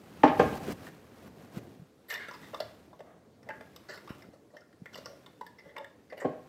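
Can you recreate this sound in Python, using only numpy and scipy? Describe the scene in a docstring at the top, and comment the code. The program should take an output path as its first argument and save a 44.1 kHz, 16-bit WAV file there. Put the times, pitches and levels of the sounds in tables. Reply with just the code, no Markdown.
"""A jar is knocked down on a wooden board: soft pushes ring the board's modes under a dull crack and faint glass.
A metal lid is then laid on a glass jar and twisted on: bursts of slips ring its modes as clinks and scrapes.
Clothing rubs and bumps a chest-worn microphone: shaped noise, tiny ticks and short sine bursts.
The hard-walled kitchen adds single echoes and a sparse decaying tail; steady filtered noise is the room air."""
import sys
import numpy as np
from scipy import signal
from scipy.io import wavfile
from scipy.ndimage import uniform_filter1d

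SR = 44100
rng = np.random.default_rng(int(sys.argv[2]) if len(sys.argv) > 2 else 0)


def nominal_scale(level):
    """Amplitude ratio for a level in decibels (scalar or array-like)."""
    x = np.asarray(level, float) / 20
    return 10 ** x


def store_pcm(level_fs):
    """Save levels as 16-bit WAV."""
    pcm = np.round(np.clip(level_fs, -1, 1) * 32767).astype(np.int16)
    wavfile.write(sys.argv[1], SR, np.atleast_2d(pcm).T)


N = 285768  # length in samples


def evened(x):
    """Scales to rms 1."""
    return x / np.sqrt(np.mean(x ** 2) + 1e-20)


def read(points, hz):
    """Reads a spectrum on a log-frequency axis."""
    f, value = np.transpose(points)
    return np.interp(np.log(hz + 1), np.log(f + 1), value)


def add(mix, s, sound):
    """Adds a sound at time s in seconds."""
    part = mix[round(s * SR):][:len(sound)]
    part += sound[:len(part)]


def favour_db(hz, centre_hz, lift_db, octaves):
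    """The place of contact lifts the modes near one frequency."""
    distance = np.log2(hz / centre_hz) / octaves
    return lift_db * np.exp(-.5 * distance ** 2)


def ring(hz, db, t60, seconds):
    """A sum of dying modes set off by one blow."""
    t = np.arange(round(seconds * SR)) / SR
    sign = rng.choice([-1, 1], (len(hz), 1))  # neighbouring modes start in either direction
    decay = nominal_scale(db[:, None] - 60 * t / t60[:, None])
    return (sign * decay * np.sin(2 * np.pi * hz[:, None] * t)).sum(0)


def noise(spectrum, patchy_db, size):
    """Random short-time spectra with drifting patches, at rms 1."""
    hz = np.fft.rfftfreq(size, 1 / SR)
    real, imag, patches = rng.standard_normal((4 * N // size + 5, len(hz), 3)).T
    patches = uniform_filter1d(patches, len(hz) // 16, 0)  # smooth across frequency
    patches = evened(uniform_filter1d(patches, 6, 1))  # and over time
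    frames = (real + 1j * imag) * nominal_scale(read(spectrum, hz)[:, None] + patchy_db * patches)
    return evened(signal.istft(frames, nperseg=size, noverlap=3 * size // 4)[1][:N])


# Modes of the wooden board when no hand presses on it: [f/Hz, relative level/dB, t60/s]
BOARD_MODES = [(82, -8.5, 0.061), (154.6, -3, 0.095), (235.6, -6.5, 0.092), (258, -7.5, 0.16),
               (297.3, 4, 0.094), (392.6, -11, 0.22), (460, 10, 0.036), (503, -10.5, 0.17),
               (595, -6, 0.096), (644.6, -9, 0.13), (814.6, 14.5, 0.023), (790, 4.5, 0.05),
               (885, 11, 0.027), (1056, -14, 0.11), (1074, -1, 0.074), (1193, 15.5, 0.02),
               (1361, 2.5, 0.025), (1577, -3, 0.053)]


def board_thud(centre_hz, lift_db, free):
    """A soft push rings the board's modes; free is the share of ring time left; peak 1."""
    hz, db, t60 = np.transpose(BOARD_MODES)
    place_db = db + favour_db(hz, centre_hz, lift_db, 0.25)
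    # glued blocks and counter add two shorter neighbours to each mode
    near_hz = (hz * (1 + .07 * rng.standard_normal((2, len(hz))))).ravel()
    wood = ring(hz, place_db, free * t60, .4)
    wood += ring(near_hz, np.tile(place_db - 5, 2), np.tile(.5 * free * t60, 2), .4)
    thud = signal.fftconvolve(wood, np.hanning(20))  # soft push
    roll = round(300 * (1 + (lift_db / 28) ** 4))  # the base rolls down; slowly where it rings one part only
    thud[:roll] *= np.linspace(.08, 1, roll) ** 3.15
    return thud / abs(thud).max()


def dull_cracks(count):
    """The cracks of the landings: noise in a dull mid band, each dying by 60 dB in 0.096 s."""
    slope = signal.butter(1, [1100, 2200], "band", fs=SR, output="sos")
    dull = np.vstack([slope, signal.butter(2, 3000, fs=SR, output="sos")])
    cracks = signal.sosfilt(dull, rng.standard_normal((count, 4000)))
    decay = nominal_scale(-60 * np.arange(4000) / SR / 0.096)
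    return [decay * evened(crack) for crack in cracks]


# Landings of jar on board: [t/s, thud peak level/dB, favoured f/Hz, its lift/dB, glass level re thud/dB]
LANDINGS = [(.235, -2.5, 835, 7, -69), (.278, -19.5, 278.5, 1, -77.5), (0.308, -24.5, 790, 28, -67),
            (.396, -6.5, 590, 5.5, -48), (0.438, -27, 286, 12, -58), (.548, -34.5, 810, 31, -38),
            (6.246, -19, 700, 15, -64), (6.252, -19, 482, 13.5, -73), (6.259, -25.5, 567, 10, -73),
            (6.288, -34, 257, 11, -77), (6.334, -35, 600, 9.5, -71)]
# Modes of the full glass jar: [f/Hz, relative level/dB, t60/s]
JAR_MODES = [(3310, 4, .15), (6460, 0, .3), (8000, -2, .12)]
CRACK_DB, CRACK_PER_LIFT = -12, -1.37  # a landing that rings one part of the board cracks less
HELD_FROM_S, HELD_RING = 6.0, .5  # a hand then presses the jar down; share of board ring time left


def knocks():
    """The jar lands, rocks and lands again: board thud, dull crack and a faintly singing glass."""
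    out = np.zeros(N)
    cracks = dull_cracks(len(LANDINGS))
    for (s, peak_db, centre_hz, lift_db, glass_db), crack in zip(LANDINGS, cracks):
        free = HELD_RING if s > HELD_FROM_S else 1
        crack_db = CRACK_DB + CRACK_PER_LIFT * lift_db
        add(out, s - .003, nominal_scale(peak_db) * board_thud(centre_hz, lift_db, free))
        add(out, s - .001, nominal_scale(peak_db + crack_db) * crack)
        add(out, s, nominal_scale(peak_db + glass_db) * ring(*np.transpose(JAR_MODES), .4))
    return out


# Quick touches of lid on glass: [t/s, relative level/dB, favoured low f/Hz, favoured high f/Hz, treble level/dB]
CLINK_TOUCHES = [(0.868, -39, 1750, 2880, 3.5), (2.11, -44.5, 1200, 12300, -1), (2.14, -32, 1020, 5900, 13),
                 (2.158, -28, 1910, 3600, -4), (2.175, -36, 1940, 3770, 0), (2.311, -35, 1026, 5860, -6.5),
                 (2.545, -28.5, 1150, 3700, -8.5), (2.602, -22.5, 640, 3900, -3),
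                 (2.603, -32, 1550, 4470, 9), (2.93, -43.5, 990, 3700, -10.5), (2.993, -41, 590, 3240, -5),
                 (3.005, -34, 590, 3600, -12.5), (3.43, -52, 1720, 5730, 3),
                 (3.489, -30.5, 835, 3100, -11.5), (3.609, -36.5, 737, 4140, -13.5),
                 (3.762, -41, 1210, 6940, 15.5), (3.975, -38.5, 1660, 3680, -7.5),
                 (4.076, -39.5, 1150, 4920, 2), (4.222, -45.5, 2040, 4830, 2), (4.567, -42, 1880, 5350, 6),
                 (4.858, -38, 1940, 3600, -8.5), (4.944, -39, 2940, 4850, 5),
                 (4.956, -35.5, 1150, 4700, -2), (5.058, -32, 1240, 5300, -1),
                 (5.262, -43.5, 1055, 3700, -4), (5.411, -30.5, 965, 3640, -6),
                 (5.465, -42.5, 1700, 4740, 6), (5.781, -34.5, 870, 3480, -8),
                 (5.844, -38.5, 1864, 3380, -4)]
CLINK_MS = 3.17  # rub time of a quick touch
# Lid sliding on rim and thread:
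# [t/s, relative level/dB, favoured low f/Hz, favoured high f/Hz, treble level/dB, rub time/ms]
SCRAPE_RUBS = [(2.082, -41, 1830, 12300, 4, 30), (2.099, -27.5, 1920, 4330, 7.5, 11),
               (2.122, -31, 1830, 12300, 3, 12.3), (2.147, -30.5, 1710, 3700, -5, 4.6),
               (2.185, -36.5, 1876, 3750, -3, 53), (2.284, -34, 1590, 3940, -10, 4.9),
               (2.334, -40, 1150, 4700, -5, 12), (2.422, -46, 1940, 3650, 7, 27),
               (2.532, -31, 660, 2820, -24, 11.5), (2.618, -32.5, 595, 3600, -15, 3),
               (3.039, -47, 700, 3600, -26, 86), (3.459, -44, 593, 4230, -37.5, 30),
               (3.503, -33, 1660, 3100, -18, 3.9), (3.53, -46, 1630, 3000, -22, 19),
               (3.884, -34.5, 1586, 4570, -5, 27), (3.93, -42, 1400, 4680, 12, 25),
               (4.088, -43.5, 1150, 3220, 1.5, 20.4), (4.33, -45.5, 593, 4230, -1.5, 16),
               (4.534, -43.5, 593, 4560, -5, 27), (4.927, -47.5, 1400, 4000, 11, 19),
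               (4.975, -37, 707, 4100, -0.5, 7.9), (5.047, -53, 5400, 5400, -17, 4),
               (5.066, -43.5, 615, 5350, -5, 44), (5.584, -45.5, 2080, 5300, -4, 9.9),
               (5.63, -44.5, 670, 1950, -12, 60), (5.688, -52, 1960, 3450, 1.5, 14),
               (5.75, -43.5, 550, 1940, -30, 27), (5.765, -32.5, 784, 2020, -39, 4),
               (5.796, -35, 635, 4260, -29, 26), (6.099, -46, 2000, 4600, -2, 8.3),
               (6.122, -32.5, 566, 1800, -24, 9), (6.17, -38, 544, 2060, 1, 18),
               (6.198, -37.5, 2100, 7200, -2.5, 16), (6.216, -29.5, 600, 1150, -27, 9.4)]
TWIST_S, STRAY_DB = (3.9, 4.8), -57  # stray touches fall at random in this span; their lowest relative level


def contacts(count=10):
    """All touches in the columns of the scrapes: clinks, scrapes and faint stray ticks as the hand twists."""
    rows = [(*row, CLINK_MS) for row in CLINK_TOUCHES]
    rows += SCRAPE_RUBS
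    start, end = TWIST_S
    for a, b, c, d, e in rng.random((count, 5)):
        s, level_db = start + a * (end - start), STRAY_DB + 6 * b
        rows.append((s, level_db, 600 * 3.25 ** c, 3000 * 2 ** d, -12 * e, CLINK_MS))
    return rows


def slips(draws, rub_ms, slide):
    """Uneven slips of metal on glass: sparse impulses of random size and sign under a rub that fades."""
    when, size, side = draws.T
    impulses = (when < 5000 / SR) * nominal_scale(-4.0 * np.log(size + 0.053)) * np.sign(side - .5)
    u = np.arange(12000) / SR * 1000 / max(rub_ms, .3)  # time in rub lengths
    drive = impulses * (1 - np.exp(-u / 0.42)) * np.exp(-u)
    drive[0] = 2.14 * (1 - slide)  # a quick contact opens with one hard touch
    return drive


# Modes of lid and jar mouth before the grip damps them: [f/Hz, relative level/dB, t60/s]
LID_MODES = [(430, 7.5, 0.033), (553, -9.5, 0.022), (590, 1.5, 0.067), (700, -1.5, 0.0032),
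             (870, -17, 0.28), (990, -8.5, 0.054), (1150, -7, 0.046), (1400, -7, 0.1), (1660, -12, 0.078),
             (1800, -6.5, 0.069), (1924, -8, 0.069), (2060, -9.5, 0.15), (2770, -3.5, 0.05),
             (2970, -5, 0.039), (3600, -1, 0.028), (3900, -22, 0.075), (4440, 0, 0.0077),
             (4730, -2.5, 0.018), (5374, -2.5, 0.033), (5620, -1, 0.01), (6240, -15, 0.0097),
             (7720, -3.5, 0.017), (8450, -9, 0.012), (12300, -4, 0.014), (14400, -6, .008)]


def lid_body(chance, low_hz, high_hz, treble_db, slide):
    """What one slip rings: lid modes near the contact, a crowd of short neighbours and a bare tick."""
    hz, base_db, t60 = np.transpose(LID_MODES)
    own_detune, own_db, crowd = chance[0], chance[1], chance[2:]
    high = 1 / (1 + (2400 / hz) ** 12)
    low_lift = favour_db(hz, low_hz, 22, .15 + .04 * slide)
    high_lift = favour_db(hz, high_hz, 13, .085 + .05 * slide)
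    db = base_db + low_lift + high_lift + high * treble_db
    grip = .7 - .3 * slide  # rubbing fingers and thread damp the ring
    body = ring(hz * (1 + 0.0049 * own_detune), db + 1.5 * own_db, t60 * grip, .2)
    # dents and glass add short modes around each one
    crowd_hz = (hz * (1 + (.028 + .017 * slide) * crowd)).ravel()
    body += ring(np.minimum(crowd_hz, 16000), np.tile(db - 2.0, 4), np.tile(0.56 * grip * t60, 4), .2)
    body[:3] += nominal_scale(treble_db + 3) * np.array([1, 0, -1])  # bare tick of the slip
    return body


def lid():
    """Each contact is a burst of slips that rings the lid: short = clink, long = scrape."""
    out = np.zeros(N)
    touches = contacts()
    chances = rng.standard_normal((len(touches), 6, len(LID_MODES)))
    slip_draws = rng.random((len(touches), 12000, 3))
    for touch, chance, draws in zip(touches, chances, slip_draws):
        s, level_db, low_hz, high_hz, treble_db, rub_ms = touch
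        slide = rub_ms ** 2 / (rub_ms ** 2 + 6 ** 2)  # 0 touch, 1 long rub: wanders over more modes
        body = lid_body(chance, low_hz, high_hz, treble_db, slide)
        sound = signal.fftconvolve(slips(draws, rub_ms, slide), body)
        loudest = np.sqrt(uniform_filter1d(sound ** 2, 300).max())  # loudest short-time rms
        add(out, s, nominal_scale(level_db - 6.0) * sound / loudest)
    return signal.sosfilt(signal.butter(3, 420, "high", fs=SR, output="sos"), out)  # too small to radiate bass


# Fabric swishes: [end t/s, hiss peak level/dB, swell time/s]
FABRIC_SWISHES = [(0.579, -50, 0.62), (0.726, -45, 0.16), (0.885, -56, 0.13), (1.279, -63, 0.17),
                  (1.45, -66.5, 0.11), (1.585, -54.5, 0.074), (2.552, -80.5, 0.53)]


def swishes(t):
    """Level of fabric strokes that swell in a straight line and stop short."""
    level = np.zeros(N)
    for end, peak_db, swell in FABRIC_SWISHES:
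        rise = np.clip(1 + (t - end) / swell, 0, 1)
        stop = np.exp(-np.maximum(t - end, 0) / 0.0058)  # time constant in s
        level += nominal_scale(peak_db) * rise * stop
    return level


# Bumps on the microphone: [t/s, peak level/dB, f/Hz, length/cycles]
MIC_BUMPS = [(0.683, -28.5, 370, 4.4), (0.726, -33, 132, 1.4), (1.57, -27.5, 177, 1.63),
             (1.794, -42, 154, 2.2), (1.817, -42, 163, 3.4), (4.105, -28, 205, 0.8), (4.287, -44, 197, 1.2),
             (4.737, -51.5, 297, 3.2), (4.818, -38, 177, 2.4), (6.261, -52, 75, 3)]


def bumps():
    """The microphone is bumped: short sine bursts that rise fast and fade."""
    out = np.zeros(N)
    for s, peak_db, hz, cycles in MIC_BUMPS:
        u = np.arange(0, 3.4 * cycles, hz / SR)  # time in cycles
        swell = u / cycles * 4 * np.exp(1 - 4 * u / cycles)  # peaks at 1
        add(out, s, nominal_scale(peak_db) * np.sin(2 * np.pi * u) * swell)
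    return out


# Clothing as the body sways, before swishes: [t/s, rumble level/dB, hiss level/dB]
BODY_SWAY = [(0.0, -60.5, -66), (0.27, -74, -82), (0.4, -33.5, -57), (0.58, -49.5, -63),
             (0.878, -52.5, -59.5), (0.99, -57, -63), (1.19, -56, -66), (1.679, -52.5, -63),
             (1.95, -66.5, -77), (2.35, -57.5, -59), (2.6, -56, -58), (3.3, -63.5, -88), (3.54, -54.5, -67),
             (3.9, -61.5, -64.5), (4.2, -54.5, -62), (4.6, -68, -99.5), (5.0, -57, -60.5),
             (5.41, -62.5, -72), (6.079, -64.5, -77.5), (6.48, -56.5, -66.5)]
# Spectrum of the fabric hiss: [f/Hz, relative level/dB per Hz]
FABRIC_HISS = [(240, -33.5), (400, 2.5), (708, -34.5), (879, -8.5), (1460, -10.5), (2880, -17.5),
               (10400, -28.5), (14600, -26.5), (16000, -35.5)]
# Spectrum of the fabric rumble: [f/Hz, relative level/dB per Hz]
FABRIC_RUMBLE = [(15, -87.5), (25, -31.5), (80, -0.5), (209, 1.5), (726, -9), (1090, -22.5), (1200, -28.5),
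                 (1560, -65), (2640, -120)]
# Threads catching: [t/s, approximate starting level/dB]
THREAD_TICKS = [(.09, -62), (.197, -52), (.203, -60)]


def clothing():
    """Fabric slides over the capsule: grainy hiss, lumpy rumble, tiny ticks and a few dull bumps."""
    t = np.arange(N) / SR
    at, rumble_db, hiss_db = np.transpose(BODY_SWAY)
    grain_db = 1.3 * evened(uniform_filter1d(rng.standard_normal(N), 150))
    swish = swishes(t)
    hiss_level = (nominal_scale(np.interp(t, at, hiss_db)) + swish) * nominal_scale(grain_db)
    rumble_level = nominal_scale(np.interp(t, at, rumble_db)) + nominal_scale(6.0) * swish
    out = hiss_level * noise(FABRIC_HISS, 0.84, size=256)
    out += rumble_level * noise(FABRIC_RUMBLE, 1.0, size=2048)
    for s, level_db in THREAD_TICKS:
        tick = np.diff(rng.standard_normal(121)) / 3
        add(out, s, nominal_scale(level_db - .3 * np.arange(120)) * tick)
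    return out + bumps()


# Decay of the kitchen's tail: [f/Hz, t60/s]
WALL_DECAY = [(100, 0.31), (300, 0.36), (1000, 0.49), (3000, 0.47), (8000, 0.35), (15000, 0.19)]
# Early single echoes: [t/s, level/dB]
EARLY_ECHOES = [(.009, -21), (0.016, -13.5), (0.02, -18)]


def kitchen(x):
    """Hard walls: a few single echoes, then sparse taps of random sign dying band by band."""
    taps, starts = np.zeros(SR), np.arange(300, SR - 20, 20)
    taps[starts + rng.integers(0, 20, len(starts))] = rng.choice([-1., 1.], len(starts))
    hz, t, bands = signal.stft(taps, SR, nperseg=256)
    t60 = np.maximum(read(WALL_DECAY, hz), .05)[:, None]
    tail = signal.istft(bands * nominal_scale(-60 * t / t60), SR, nperseg=256)[1]
    tail = nominal_scale(-6.5) * tail / np.linalg.norm(tail)
    for s, db in EARLY_ECHOES:
        add(tail, s, nominal_scale(db) * np.hanning(9) / 4)
    return signal.fftconvolve(x, tail)[:N]


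# Spectrum of the room air: [f/Hz, relative level/dB per Hz]
AIR_SPECTRUM = [(24, -46.5), (40, -29), (329, -2), (392, -15.5), (433, -1), (751, -22), (1090, -19),
                (2910, -28.5), (4240, -27.5), (5440, -29.5), (16000, -39.5)]


def room_air():
    """Steady, slightly patchy noise at an rms of -64.5 dB."""
    return nominal_scale(-64.5) * noise(AIR_SPECTRUM, 1.5, size=1024)


def scene():
    """Board and lid sound through the room; clothing and room air reach the capsule directly."""
    board, metal = knocks(), lid()
    # the lid points up at the microphone, so it sends less into the room
    struck = board + metal + kitchen(board + nominal_scale(-4.0) * metal)
    air = room_air()
    return (struck + clothing() + air)[None]


def roll_off(x):
    """The treble ends steeply here."""
    return signal.sosfilt(signal.butter(12, 16310, fs=SR, output="sos"), x)


def record(dry):
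    """The microphone cuts the bass below 60 Hz; a steep filter ends the band at 15850 Hz."""
    thin = signal.sosfilt(signal.butter(3, 60, "high", fs=SR, output="sos"), dry)
    band_limit = signal.firwin(511, 15850, window=("kaiser", 9), fs=SR)
    limited = signal.oaconvolve(thin, band_limit[None], "same")
    return roll_off(limited)


dry = scene()
out = record(dry)
store_pcm(out)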